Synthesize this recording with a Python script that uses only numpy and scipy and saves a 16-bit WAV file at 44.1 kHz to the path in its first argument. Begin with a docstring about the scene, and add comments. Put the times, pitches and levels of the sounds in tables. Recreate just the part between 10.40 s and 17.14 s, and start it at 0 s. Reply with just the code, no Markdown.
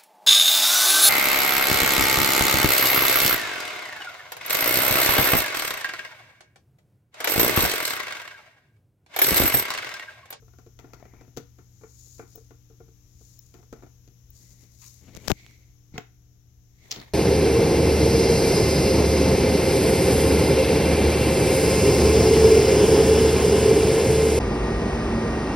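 """A valve tester hums on a workbench while a hand feels for a socket with the pins of a glass valve.
For 4 s the pins tick, knock and skid on the panel; three times one slips off an edge and pings.
From about 1.5 s fingers slide on the hand-held stereo microphone; near 4.9 s they bump its left port.
At 5.5 s a thumb lands on the case with one snap of a sprung push button.
At 6.5 s the button clacks, its spring sizzles and its stem scrapes."""
import sys
import numpy as np
from scipy import signal
from scipy.fft import rfft, irfft, next_fast_len
from scipy.io import wavfile

SR = 44100
rng = np.random.default_rng(int(sys.argv[2]) if len(sys.argv) > 2 else 0)


def generate_wav(sig):
    """Save sig (samples, or channels by samples) to the path in sys.argv[1] as 16-bit PCM at SR."""
    pcm = np.round(np.clip(np.atleast_2d(sig).T, -1, 1) * 32767).astype(np.int16)
    wavfile.write(sys.argv[1], SR, pcm)


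N = 297051
TIME_S = np.arange(N) / SR
HIT_S = TIME_S[:SR // 3]

# Ring of the button's metal. Each row: frequency in Hz, relative level in dB.
BUTTON_SPECTRUM = [(300, -22), (900, -9), (1400, -20), (2100, 4.5), (3000, 8.5), (5600, 6), (7200, 7),
                   (8800, -33), (11500, -9), (14000, -16), (15500, 4)]


def from_db(db):
    """Decibels to gain."""
    return 10 ** (np.asarray(db) / 20)


def at_hz(points, hz):
    """Interpolate on a log-frequency axis."""
    points_hz, values = np.transpose(points)
    return np.interp(np.log(hz + 1), np.log(points_hz), values)


def in_time(rows):
    """A curve's columns at every sample."""
    times_s, *columns = np.transpose(rows)
    return [np.interp(TIME_S, times_s, column) for column in columns]


def noise(spectrum, size=N):
    """Coloured noise, rms 1. Each spectrum row: frequency in Hz, relative level in dB."""
    padded = next_fast_len(size)
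    gain = from_db(at_hz(spectrum, np.fft.rfftfreq(padded, 1 / SR)))
    x = irfft(rfft(rng.standard_normal(padded)) * gain, padded)[:size]
    return x / x.std()


def resonance(hz, width_hz):
    """Friction noise in one narrow band whose centre may move, rms 1."""
    lowpass = signal.butter(2, width_hz / 2, fs=SR, output="sos")
    slow = signal.sosfilt(lowpass, rng.standard_normal((2, N)))
    phase = 2 * np.pi * np.cumsum(hz * np.ones(N)) / SR
    x = slow[0] * np.cos(phase) + slow[1] * np.sin(phase)
    return x / x.std()


def flutter(rate_hz, depth_db):
    """Randomly wandering gain."""
    steps = rng.standard_normal(4096)
    return from_db(depth_db * np.interp(TIME_S * rate_hz, np.arange(len(steps)), steps))


def swell(at_s, attack_s, hold_s, release_s, db):
    """Stroke gain: rises 20 dB per attack until at_s, holds, falls 20 dB per release."""
    decades = np.maximum((at_s - TIME_S) / attack_s, (TIME_S - at_s - hold_s) / release_s)
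    return from_db(db - 20 * np.clip(decades, 0, 10))


def fade(t60_s):
    """Exponential decay after a hit."""
    return np.exp(-np.log(1000) * HIT_S / t60_s)


def ring(hz, t60_s):
    """One damped mode."""
    return np.sin(2 * np.pi * hz * HIT_S) * fade(t60_s)


def burst(spectrum, t60_s):
    """Crowded modes dying together, peak near 1."""
    return noise(spectrum, size=len(HIT_S)) * fade(t60_s) / 2


def placed(x, right_db):
    """Stereo: left port at full level, right port offset."""
    return x * from_db([[0], [right_db]])


def add(track, at_s, sound):
    """Mix a sound into a track."""
    start = round(at_s * SR)
    track[..., start:start + sound.shape[-1]] += sound[..., :N - start]


def workshop(x, wet_db, build_s):
    """Add dense bench and room reflections, different at each port."""
    # Each row: frequency in Hz, t60 in seconds.
    decay_times = [(100, 0.31), (400, 0.2), (1000, 0.27), (2700, 0.33), (7000, 0.21), (15000, 0.19)]
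    hz = np.fft.rfftfreq(len(HIT_S), 1 / SR)
    white = rfft(rng.standard_normal((2, len(HIT_S))))
    edges_hz = np.geomspace(90, 18000, 9)
    tail = np.zeros((2, len(HIT_S)))
    for low_hz, high_hz in zip(edges_hz, edges_hz[1:]):
        band = irfft(white * ((hz >= low_hz) & (hz < high_hz)), len(HIT_S))
        tail += band * fade(at_hz(decay_times, np.sqrt(low_hz * high_hz)))
    tail *= 1 - np.exp(-HIT_S / build_s)
    tail /= np.sqrt(np.sum(tail ** 2) / 2)
    return x + from_db(wet_db) * signal.fftconvolve(x, tail, axes=1)[:, :N]


def background():
    """Room rumble, mostly common to both ports, and each port's own hiss."""
    # Each row: frequency in Hz, relative level in dB.
    rumble_spectrum = [(15, -11), (30, -6), (48, 4.5), (80, 4), (110, -3.5), (160, -10.5), (250, -23.5),
                       (400, -25), (800, -42), (2000, -73.5)]
    left_spectrum = [(200, -9), (1000, -12.5), (2700, -11.5), (3600, -10), (4600, -12), (5400, -2.5),
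                     (6300, 1.5), (7200, -4.5), (8300, -25.5), (9500, -29.5), (11000, -11.5), (12500, -7),
                     (14500, -13.5), (16000, -9.5)]
    right_spectrum = [(200, 3.5), (1000, 3), (3000, -2), (4500, -6.5), (6800, -7.5), (8300, -16.5),
                      (9800, -14), (12000, 0), (16000, -4.5)]
    # The left hiss dips after the grip changes. Each row: time in seconds, rms level in dB.
    left_levels = [(0, -62), (1.2, -62), (4.9, -60.5), (5.3, -62), (6, -65), (6.74, -62.5)]
    common = placed(from_db(-57) * noise(rumble_spectrum), right_db=-2.5)
    diffuse = from_db(-65) * np.array([noise(rumble_spectrum) for port in "LR"])
    left_db, = in_time(left_levels)
    hiss = np.array([from_db(left_db) * noise(left_spectrum), from_db(-74) * noise(right_spectrum)])
    return common + diffuse + hiss


def transformer_hum(mains_hz=59.82):
    """The core flexes twice per mains cycle; each partial wanders as the microphone moves."""
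    # Each row: multiple of the mains frequency, rms level in dB.
    partials = [(1, -73), (2, -55), (3, -72.5), (4, -75.5), (5, -74), (6, -84), (7, -86), (8, -82.5),
                (10, -98.5), (12, -92)]
    hum = np.zeros(N)
    for multiple, db in partials:
        wander = flutter(1.475, depth_db=1.1 if multiple == 2 else 2.6)
        hum += from_db(db) * wander * np.sin(2 * np.pi * (multiple * mains_hz * TIME_S + rng.random()))
    return placed(np.sqrt(2) * hum, right_db=-6)


def microphone_bumps():
    """A fingertip cracks on the port, pops its cavity, pushes in air and drags; no room is heard."""
    # Each row: start in seconds, thump in dB, pop in dB, pop in Hz, crack in dB, left minus right in dB.
    bumps = [(4.75, -47, -49.5, 600, -46, -18), (4.7618, -52, -42, 592, -30, 16),
             (4.7662, -36, -31, 400, -27, 24), (4.7678, -35, -37, 600, -24, 22),
             (4.7726, -23.5, -28, 496, -23.5, 21), (4.877, -41.5, -30.5, 704, -14, 23),
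             (4.8808, -34, -7, 660, -12, 25.5), (4.882, -16, -15, 913, -5.5, 22.5),
             (4.8986, -35, -28, 350, -11.5, 22), (4.9009, -36, -6.5, 390, -24, 19.5),
             (4.9037, -18, -4.5, 1403, -13, 29), (4.9056, -23, -9, 380, -30, 24),
             (4.907, -19, -10.5, 737, -24, 25), (4.9167, -4.5, -8.5, 800, -2, 29),
             (5.0645, -70, -32.5, 3420, -45, -5.5), (5.111, -75, -45, 5200, -52, -8)]
    # Each row: frequency in Hz, relative level in dB.
    crack_spectrum = [(400, 0), (2000, 3), (3700, 2.5), (5200, 4.5), (7200, 6), (8300, -23), (10000, -18),
                      (13500, -2.5), (16000, -20)]
    judder_spectrum = [(60, -18.5), (250, -2.5), (700, -5.5), (1500, -19), (4000, -35)]
    thump_hz, t60_cycles = 133, 3.6
    seal_lag_s = 0.00155  # the pad seals the port just after the nail's crack
    drag_from_s, drag_to_s, drag_end_db, rise_db_per_s = 4.875, 4.9175, -35.5, 133.5
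    hits = np.zeros((2, N))
    for at_s, thump_db, pop_db, pop_hz, crack_db, left_db in bumps:
        crack = burst(crack_spectrum, t60_s=0.004)
        crack *= from_db(crack_db) / abs(crack).max()
        pop = from_db(pop_db) * ring(pop_hz, t60_cycles / pop_hz)
        thump = from_db(thump_db) * ring(thump_hz, t60_cycles / thump_hz)
        add(hits, at_s, placed(pop + crack, -left_db))
        add(hits, at_s + seal_lag_s, placed(thump, -left_db))
    touching = (TIME_S > drag_from_s) & (TIME_S < drag_to_s)
    drag_db = drag_end_db - rise_db_per_s * abs(drag_to_s - TIME_S)
    drag = touching * from_db(drag_db) * noise(crack_spectrum)
    hardest_press = swell(4.9025, attack_s=0.0033, hold_s=0.0092, release_s=0.012, db=-21)
    judder = hardest_press * noise(judder_spectrum)
    port_leak = signal.butter(1, 45, "high", fs=SR, output="sos")
    return signal.sosfilt(port_leak, hits + placed(drag + judder, right_db=-29.5))


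def stick_slip(slips_per_s=45, slip_db=3):
    """Friction gain: steady sliding plus uneven scratches as skin ridges catch and let go."""
    slips = (rng.random(N) < slips_per_s / SR) * rng.random(N)
    return 0.83 + from_db(slip_db) * signal.fftconvolve(slips, fade(t60_s=0.012))[:N]


def finger_rub():
    """Skin slides on the housing: grainy hiss, low rustle and a whistle from the left port's resonance."""
    # Each row: time, attack, hold and release in seconds, then hiss, rustle,
    # right-port hiss offset and whistle in relative dB.
    strokes = [(1.598, 0.34, 0.16, 0.15, -48.5, -95, -10.5, -54.5),
               (1.92, 0.079, 0.018, 0.27, -53.5, -67, -13, -69),
               (2.857, 0.3, 0.095, 0.5, -53.5, -73, -12.5, -61.5),
               (3.953, 0.046, 0.068, 0.26, -49, -65.5, -7.5, -61),
               (4.116, .03, 0.017, 0.043, -54.5, -69, -10, -77),
               (4.208, 0.04, 0.027, 0.08, -52.5, -60, -16, -80), (4.33, .03, .03, .05, -57, -68, -16, -80),
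               (4.42, 0.047, 0.053, 0.2, -42, -71, -10, -55),
               (4.647, 0.052, 0.16, 0.082, -71.5, -51.5, -13, -78),
               (4.854, 0.096, .02, 0.089, -49, -45.5, -5, -80),
               (4.998, 0.22, 0.066, 0.25, -62, -59, 1, -81), (6.44, 0.14, 0.07, 0.12, -60, -61.5, -1, -80)]
    # Each row: frequency in Hz, relative level in dB.
    left_spectrum = [(800, -49), (2000, -28), (3100, -28.5), (3800, -13.5), (5500, -7.5), (6800, -2.5),
                     (7700, -14), (9000, -21.5), (11000, -14.5), (13000, -15.5), (16000, -17.5)]
    right_spectrum = [(800, -26), (4000, -13.5), (5200, -3.5), (7000, 1), (8200, -2), (9500, -15),
                      (12000, -3.5), (16000, -12)]
    rustle_spectrum = [(25, -13.5), (75, 2), (160, -5), (300, -6), (600, -15.5), (1200, -26), (3000, -25),
                       (8000, -42), (16000, -53)]
    hiss, rustle, whistle = np.zeros((2, N)), np.zeros(N), np.zeros(N)
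    for *timing, hiss_db, rustle_db, right_db, whistle_db in strokes:
        hiss += placed(swell(*timing, hiss_db - 3.5), right_db)
        rustle += swell(*timing, rustle_db)
        whistle += swell(*timing, whistle_db)
    whistle *= resonance(hz=6830, width_hz=600)
    grain = flutter(30, depth_db=1.5) * flutter(250, depth_db=1.3) * stick_slip()
    hiss *= grain * np.array([noise(left_spectrum), noise(right_spectrum)])
    rustle *= flutter(80, depth_db=3) * noise(rustle_spectrum)
    return hiss + placed(whistle, right_db=-22.5) + placed(rustle, right_db=-9)


def finger_scuff():
    """One stroke catches on the housing."""
    # Each row: frequency in Hz, relative level in dB.
    spectrum = [(400, -31), (800, -12), (1050, 2), (1600, -10.5), (2400, -2.5), (3500, -11), (8000, -35)]
    gain = swell(4.425, attack_s=0.018, hold_s=0.019, release_s=0.065, db=-55)
    return placed(gain * flutter(200, depth_db=2) * noise(spectrum), right_db=-13)


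def housing_rub():
    """The shifting palm sets the microphone's hollow shell singing; the grip bends the pitch."""
    # Each row: time, attack, hold and release in seconds, level in dB, right-port offset in dB.
    shifts = [(4.03, .1, .08, .2, -74.5, -15), (4.206, .1, .05, .2, -71, -17),
              (4.735, 0.22, 0.16, .1, -60, -12), (4.987, 0.12, 0.087, 0.24, -59.5, 1),
              (5.544, 0.013, .012, .06, -54, -3), (6.42, 0.1, 0.097, .15, -65, 0)]
    # Each row: time in seconds, shell pitch in Hz.
    pitch_curve = [(4.1, 2077), (4.65, 2146), (5.05, 2200), (5.45, 2135), (6.45, 2100)]
    # Crowded upper modes. Each row: frequency in Hz, relative level in dB.
    upper_spectrum = [(1700, -20), (2400, -3), (3200, -4.5), (3700, -2), (4400, -0.5), (5000, -6),
                      (6500, -5), (9000, -24)]
    hz, = in_time(pitch_curve)
    pressure = sum(placed(swell(*timing, db), right_db) for *timing, db, right_db in shifts)
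    pressure *= flutter(43, depth_db=2.5)
    shell = [resonance(hz, width_hz=320) + from_db(-2.5) * noise(upper_spectrum) for port in "LR"]
    return pressure * np.array(shell)


def knock(db, tilt_db_per_oct, hollow_db=0, t60_scale=1, hollow_hz=440):
    """A touch rings the panel: its spot favours modes near hollow_hz, hardness tilts, the hand damps."""
    # Panel and case modes. Each row: frequency in Hz, relative level in dB, free t60 in seconds.
    panel_modes = [(138, -12.5, 0.1), (238, -15, 0.06), (295.2, -2, 0.056), (361.5, 0, 0.047),
                   (443, -1.8, 0.062), (710, -7.5, 0.047), (767, -12.5, 0.037), (855, -15, 0.044),
                   (1108, -12, 0.033), (1211, -17.5, 0.05), (1368, -8, 0.035), (1445, -12, 0.034),
                   (1790, -17, 0.036), (2406, -16.5, 0.025)]
    # Brief drag after the touch. Each row: frequency in Hz, relative level in dB.
    grit_spectrum = [(100, 1), (230, 4.5), (450, 3.5), (520, -17), (630, -17), (730, 0), (950, -7.5),
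                     (1150, -6), (1420, -4.5), (1580, -17), (2300, -12.5), (2900, -32), (6000, -42),
                     (16000, -62)]
    pivot_hz, hollow_width_oct, detune_share, scatter_db = 440, 0.27, 0.02, 1.85
    modes = np.array([
        from_db(mode_db) * ring(hz * (1 + detune_share * rng.standard_normal()), t60_s * t60_scale)
        for hz, mode_db, t60_s in panel_modes])
    modes *= 1 - fade(0.04)  # the sheet swings up
    modes /= abs(modes.sum(axis=0)).max()
    modes_hz = np.array(panel_modes)[:, 0]
    hollow = np.exp(-(np.log2(modes_hz / hollow_hz) / hollow_width_oct) ** 2)
    weights_db = tilt_db_per_oct * np.log2(modes_hz / pivot_hz) + hollow_db * hollow
    body = from_db(weights_db + scatter_db * rng.standard_normal(len(modes))) @ modes
    tilted = [(hz, grit_db + tilt_db_per_oct * np.log2(hz / pivot_hz)) for hz, grit_db in grit_spectrum]
    grit = np.array([burst(tilted, t60_s=0.15 * t60_scale) for port in "LR"])
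    grit *= from_db(-4.5 + 1.3 * tilt_db_per_oct) * (1 - fade(0.0024))
    return from_db(db - 3.5) * (body + grit)


def from_panel(knocks, right_lead_s=0.00013):
    """Panel sound in the room; it reaches the shaded right port sooner and duller."""
    # Each row: frequency in Hz, right minus left in dB.
    right_shade = [(200, -2.5), (450, -1), (800, -4), (1400, -8), (2200, -11)]
    size = next_fast_len(N)
    hz = np.fft.rfftfreq(size, 1 / SR)
    response = from_db(at_hz(right_shade, hz)) * np.exp(2j * np.pi * hz * right_lead_s)
    right = irfft(rfft(knocks[1], size) * response, size)[:N]
    return workshop(np.array([knocks[0], right]), wet_db=-11, build_s=0.0011)


def thumb_thuds():
    """Flesh damps the case at once: each push is a few slow cycles and a dull knock."""
    # Each row: start in seconds, thud in dB, pitch in Hz, panel knock in relative dB.
    pushes = [(5.523, -37, 96.6, -59), (5.5402, -40, 315, -47), (5.5433, -28.5, 170, -46),
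              (5.556, -29.5, 141, -38), (5.581, -29, 150.2, -51), (6.5698, -35, 167, -52),
              (6.586, -30.5, 202, -40.5), (6.6001, -37, 149, -50)]
    thuds, knocks = np.zeros(N), np.zeros((2, N))
    for at_s, db, hz, knock_db in pushes:
        add(thuds, at_s, from_db(db) * ring(hz, t60_s=0.031))
        add(knocks, at_s, knock(knock_db, tilt_db_per_oct=3))
    return workshop(placed(thuds, right_db=-3), wet_db=-11.5, build_s=0.0045) + from_panel(knocks)


def button_snaps():
    """The spring lets go in quick double snaps that jolt the panel."""
    # Each row: start in seconds, snap in relative dB, pitch in Hz, panel knock in relative dB.
    releases = [(5.5795, -16.5, 2050, -27), (6.5102, -15, 5800, -53), (6.515, -9.5, 5560, -49),
                (6.5238, -14.5, 5000, -40), (6.5603, -24.5, 4050, -37), (6.6, -30, 4460, -49),
                (6.6144, -33.5, 3980, -51)]
    rebound_s, rebound_loss_db, top_ring_hz = 0.0019, 5, 15200
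    snaps, knocks = np.zeros((2, N)), np.zeros((2, N))
    for at_s, db, hz, knock_db in releases:
        spring = ring(hz, t60_s=0.0034) * (1 - fade(0.00081))
        for lag_s, loss_db in ((0, 0), (rebound_s, rebound_loss_db)):
            metal = np.array([burst(BUTTON_SPECTRUM, t60_s) for t60_s in (0.014, 0.016)])
            top_ring = from_db(-38) * ring(top_ring_hz * rng.uniform(1, 1.04), t60_s=0.02)
            add(snaps, at_s + lag_s, from_db(db - loss_db) * (top_ring + spring + from_db(-5) * metal))
        add(knocks, at_s, knock(knock_db, tilt_db_per_oct=3, hollow_db=7, t60_scale=0.81, hollow_hz=760))
    port_notch = signal.iirnotch(8800, Q=3.9, fs=SR)  # the ports are nearly deaf here
    snaps = signal.lfilter(*port_notch, snaps)
    return workshop(placed(snaps, right_db=-1), wet_db=-11.5, build_s=0.00077) + from_panel(knocks)


def spring_sizzle():
    """The coils sizzle after the snaps."""
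    gain = swell(6.512, attack_s=0.011, hold_s=0.035, release_s=0.079, db=-44.5)
    return gain * flutter(600, depth_db=2.5) * np.array([noise(BUTTON_SPECTRUM) for port in "LR"])


def stem_scrape():
    """The button's stem slides along its collar."""
    # Each row: frequency in Hz, relative level in dB.
    spectrum = [(60, -20), (200, 2), (500, 1), (900, 1), (1400, -8), (2100, 2.5), (2800, -10), (3700, -3),
                (6200, -17), (8500, -21.5), (15500, -20)]
    gain = swell(6.545, attack_s=0.1, hold_s=0.069, release_s=0.15, db=-49.5)
    return gain * flutter(300, depth_db=3.5) * np.array([noise(spectrum) for port in "LR"])


def pin_skids():
    """Pins judder over the socket; one rings higher as it is pressed shorter, one drops into a hole."""
    # Each row: time, attack, hold and release in seconds, relative level in dB.
    skids = [(0.42, 0.05, 0.19, 0.12, -61.5), (0.653, .004, .006, 0.04, -60),
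             (0.758, 0.08, 0.083, 0.13, -60), (3.153, .02, 0.051, .05, -60.5),
             (3.368, .02, 0.093, .06, -64)]
    # Each row: frequency in Hz, relative level in dB.
    socket_spectrum = [(150, 5.5), (400, 6), (540, -9), (640, 2), (750, 2.5), (1100, -8.5), (1400, -9),
                       (1600, -12), (2000, -8), (2800, -19), (6500, -26), (9000, -48), (16000, -35)]
    # Each row: time in seconds, pitch in Hz, level in dB.
    scrape_curve = [(0.42, 1855, -95), (0.55, 1916, -72), (0.68, 2076, -69.5), (0.81, 2250, -66),
                    (0.89, 2290, -88)]
    catch_at_s, catch_hz, catch_t60_s, catch_db = 0.6265, 660, 0.015, -31.5
    skid_gain = from_db(1.5) * sum(swell(*skid) for skid in skids)
    slips = skid_gain * flutter(160, depth_db=3.5) * noise(socket_spectrum)
    scrape_hz, scrape_db = in_time(scrape_curve)
    scrape_gain = from_db(scrape_db) * (TIME_S < scrape_curve[-1][0])
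    slips += scrape_gain * flutter(120, depth_db=2.5) * resonance(scrape_hz, width_hz=500)
    catch = ring(catch_hz, catch_t60_s) + burst(socket_spectrum, catch_t60_s)
    add(slips, catch_at_s, from_db(catch_db) * catch * (1 - fade(0.0027)))
    return workshop(placed(slips, right_db=-10), wet_db=-11, build_s=0.0028)


def pin_pings():
    """A pin slips off an edge with a short glassy snap."""
    # Each row: start in seconds, high snap and lower ring in relative dB.
    plucks = [(1.9545, -27.5, -42), (2.9906, -31, -32.5), (3.9030, -37, -52)]
    # Each row: frequency in Hz, relative level in dB.
    snap_spectrum = [(9000, -34.5), (14500, -19), (15300, -4), (15650, 3), (16200, -8), (17500, -35)]
    pings = np.zeros(N)
    for at_s, high_db, low_db in plucks:
        high = from_db(high_db + 6.5) * burst(snap_spectrum, t60_s=0.017)
        low = from_db(low_db - 1.5) * ring(hz=5640, t60_s=0.015)
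        add(pings, at_s, (high + low) * (1 - fade(0.005)))
    return workshop(placed(pings, right_db=-18), wet_db=-19, build_s=0.003)


def pin_taps(graze_count=8, graze_span_s=1.8, graze_db=-57.5):
    """Pin after pin knocks the panel and ticks; faint grazes come as the hand feels about."""
    # Each row: start in seconds, knock in relative dB, tilt in dB per octave, tick in relative dB,
    # hollow boost in dB, t60 as a multiple of the free one.
    taps = [(0.022, -48, 0, -56, 3, 0.9), (0.08, -51, 3, -56, -3, 0.7), (0.135, -50, 3, -55, -3, 0.7),
            (0.1856, -39.5, 1.5, -43.5, -5, 0.66), (0.263, -41, -2, -48.5, 1, 1),
            (0.39, -37, 3, -36, -2.5, 0.67), (0.443, -36, 0, -49, -3.5, 0.81),
            (0.534, -31, 2.5, -34.5, -3.5, 0.42), (0.5976, -47.5, 2, -48, -1, 1.1),
            (0.653, -38, 2.5, -50, -2, 0.47), (0.7356, -41, 1.5, -51, -2, 0.75),
            (0.81, -41, 2, -46, 1.5, 0.65), (0.878, -41.5, -3.5, -52, -6, 0.56),
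            (0.966, -36.5, -3, -34.5, -20, 0.39), (0.9721, -22.5, -0.4, -23, 2.5, 0.63),
            (1.186, -41, 1, -48.5, 1.5, 1.03), (1.411, -46.5, 1.5, -60, -0.5, 1.4),
            (1.4345, -38.5, 2.5, -52, 6.5, 0.92), (1.782, -49, 2, -46, -2, 0.89),
            (1.794, -28.5, 2, -48, 1, 0.83), (1.822, -42.5, 1, -56, 1, 1.5),
            (1.952, -46, -1.5, -49, 7, 1.1), (1.9754, -40, -.5, -63, 6.5, 0.7),
            (2.107, -40.5, 1, -48, 1.5, 0.98), (2.3, -45, -1.5, -54, 4, 1.34),
            (2.403, -38, -1, -62, 5, 0.88), (2.48, -48.5, -1.5, -62, 2.5, 1.1),
            (2.809, -50, 0, -65, 4, 0.83), (3.141, -40, 1, -39, -5, 1.5), (3.189, -44.5, -3, -50, -4, 1.2),
            (3.228, -45.5, 2, -51, 4, 0.59), (3.327, -26.5, -0.6, -36, 0, 0.61),
            (3.361, -46, 1.5, -55, -5, 0.91), (3.423, -39.5, 2, -48, -3, 0.85),
            (3.4343, -34.5, -.5, -48, -3, 0.6), (3.465, -45, 1, -50, -4, .8),
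            (3.676, -44.5, -6.5, -45, -3, 0.92)]
    # Pins within one tap. Each row: mean lag in seconds, knock offset in dB, tick offset in dB.
    landings = [(0, 0.5, -0.5), (0.008, -15, -5), (0.03, -14.5, -34)]
    # Steel pin on a socket contact. Each row: frequency in Hz, relative level in dB.
    tick_spectrum = [(800, -16), (2000, 2.5), (4200, 0.5), (5500, 1.5), (6300, 9), (7400, 2), (9200, -40),
                     (11000, -8), (13500, -5), (16000, -3.5)]
    knocks, ticks = np.zeros((2, N)), np.zeros((2, N))
    for at_s, knock_db, tilt_db_per_oct, tick_db, hollow_db, t60_scale in taps:
        for lag_s, knock_offset_db, tick_offset_db in landings:
            land_s = at_s + lag_s * rng.uniform(0.8, 1.2)
            add(knocks, land_s, knock(knock_db + knock_offset_db, tilt_db_per_oct, hollow_db, t60_scale))
            tick = np.array([burst(tick_spectrum, t60_s) for t60_s in (0.027, 0.018)])
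            add(ticks, land_s, from_db(tick_db + tick_offset_db) * tick)
    for at_s in graze_span_s * rng.random(graze_count):
        add(knocks, at_s, knock(graze_db, tilt_db_per_oct=0))
    return from_panel(knocks) + workshop(placed(ticks, right_db=-14.5), wet_db=-10, build_s=0.001)


def scene():
    """All sources at the two ports."""
    steady = transformer_hum() + background()
    handling = microphone_bumps() + finger_rub() + finger_scuff() + housing_rub()
    button = thumb_thuds() + button_snaps() + spring_sizzle() + stem_scrape()
    pins = pin_skids() + pin_pings() + pin_taps()
    return steady + handling + button + pins


def record(dry):
    """Steep low-pass at 15.9 kHz."""
    return signal.sosfilt(signal.ellip(10, 0.2, 80, 15900, fs=SR, output="sos"), dry)


dry = scene()
out = record(dry)
generate_wav(out)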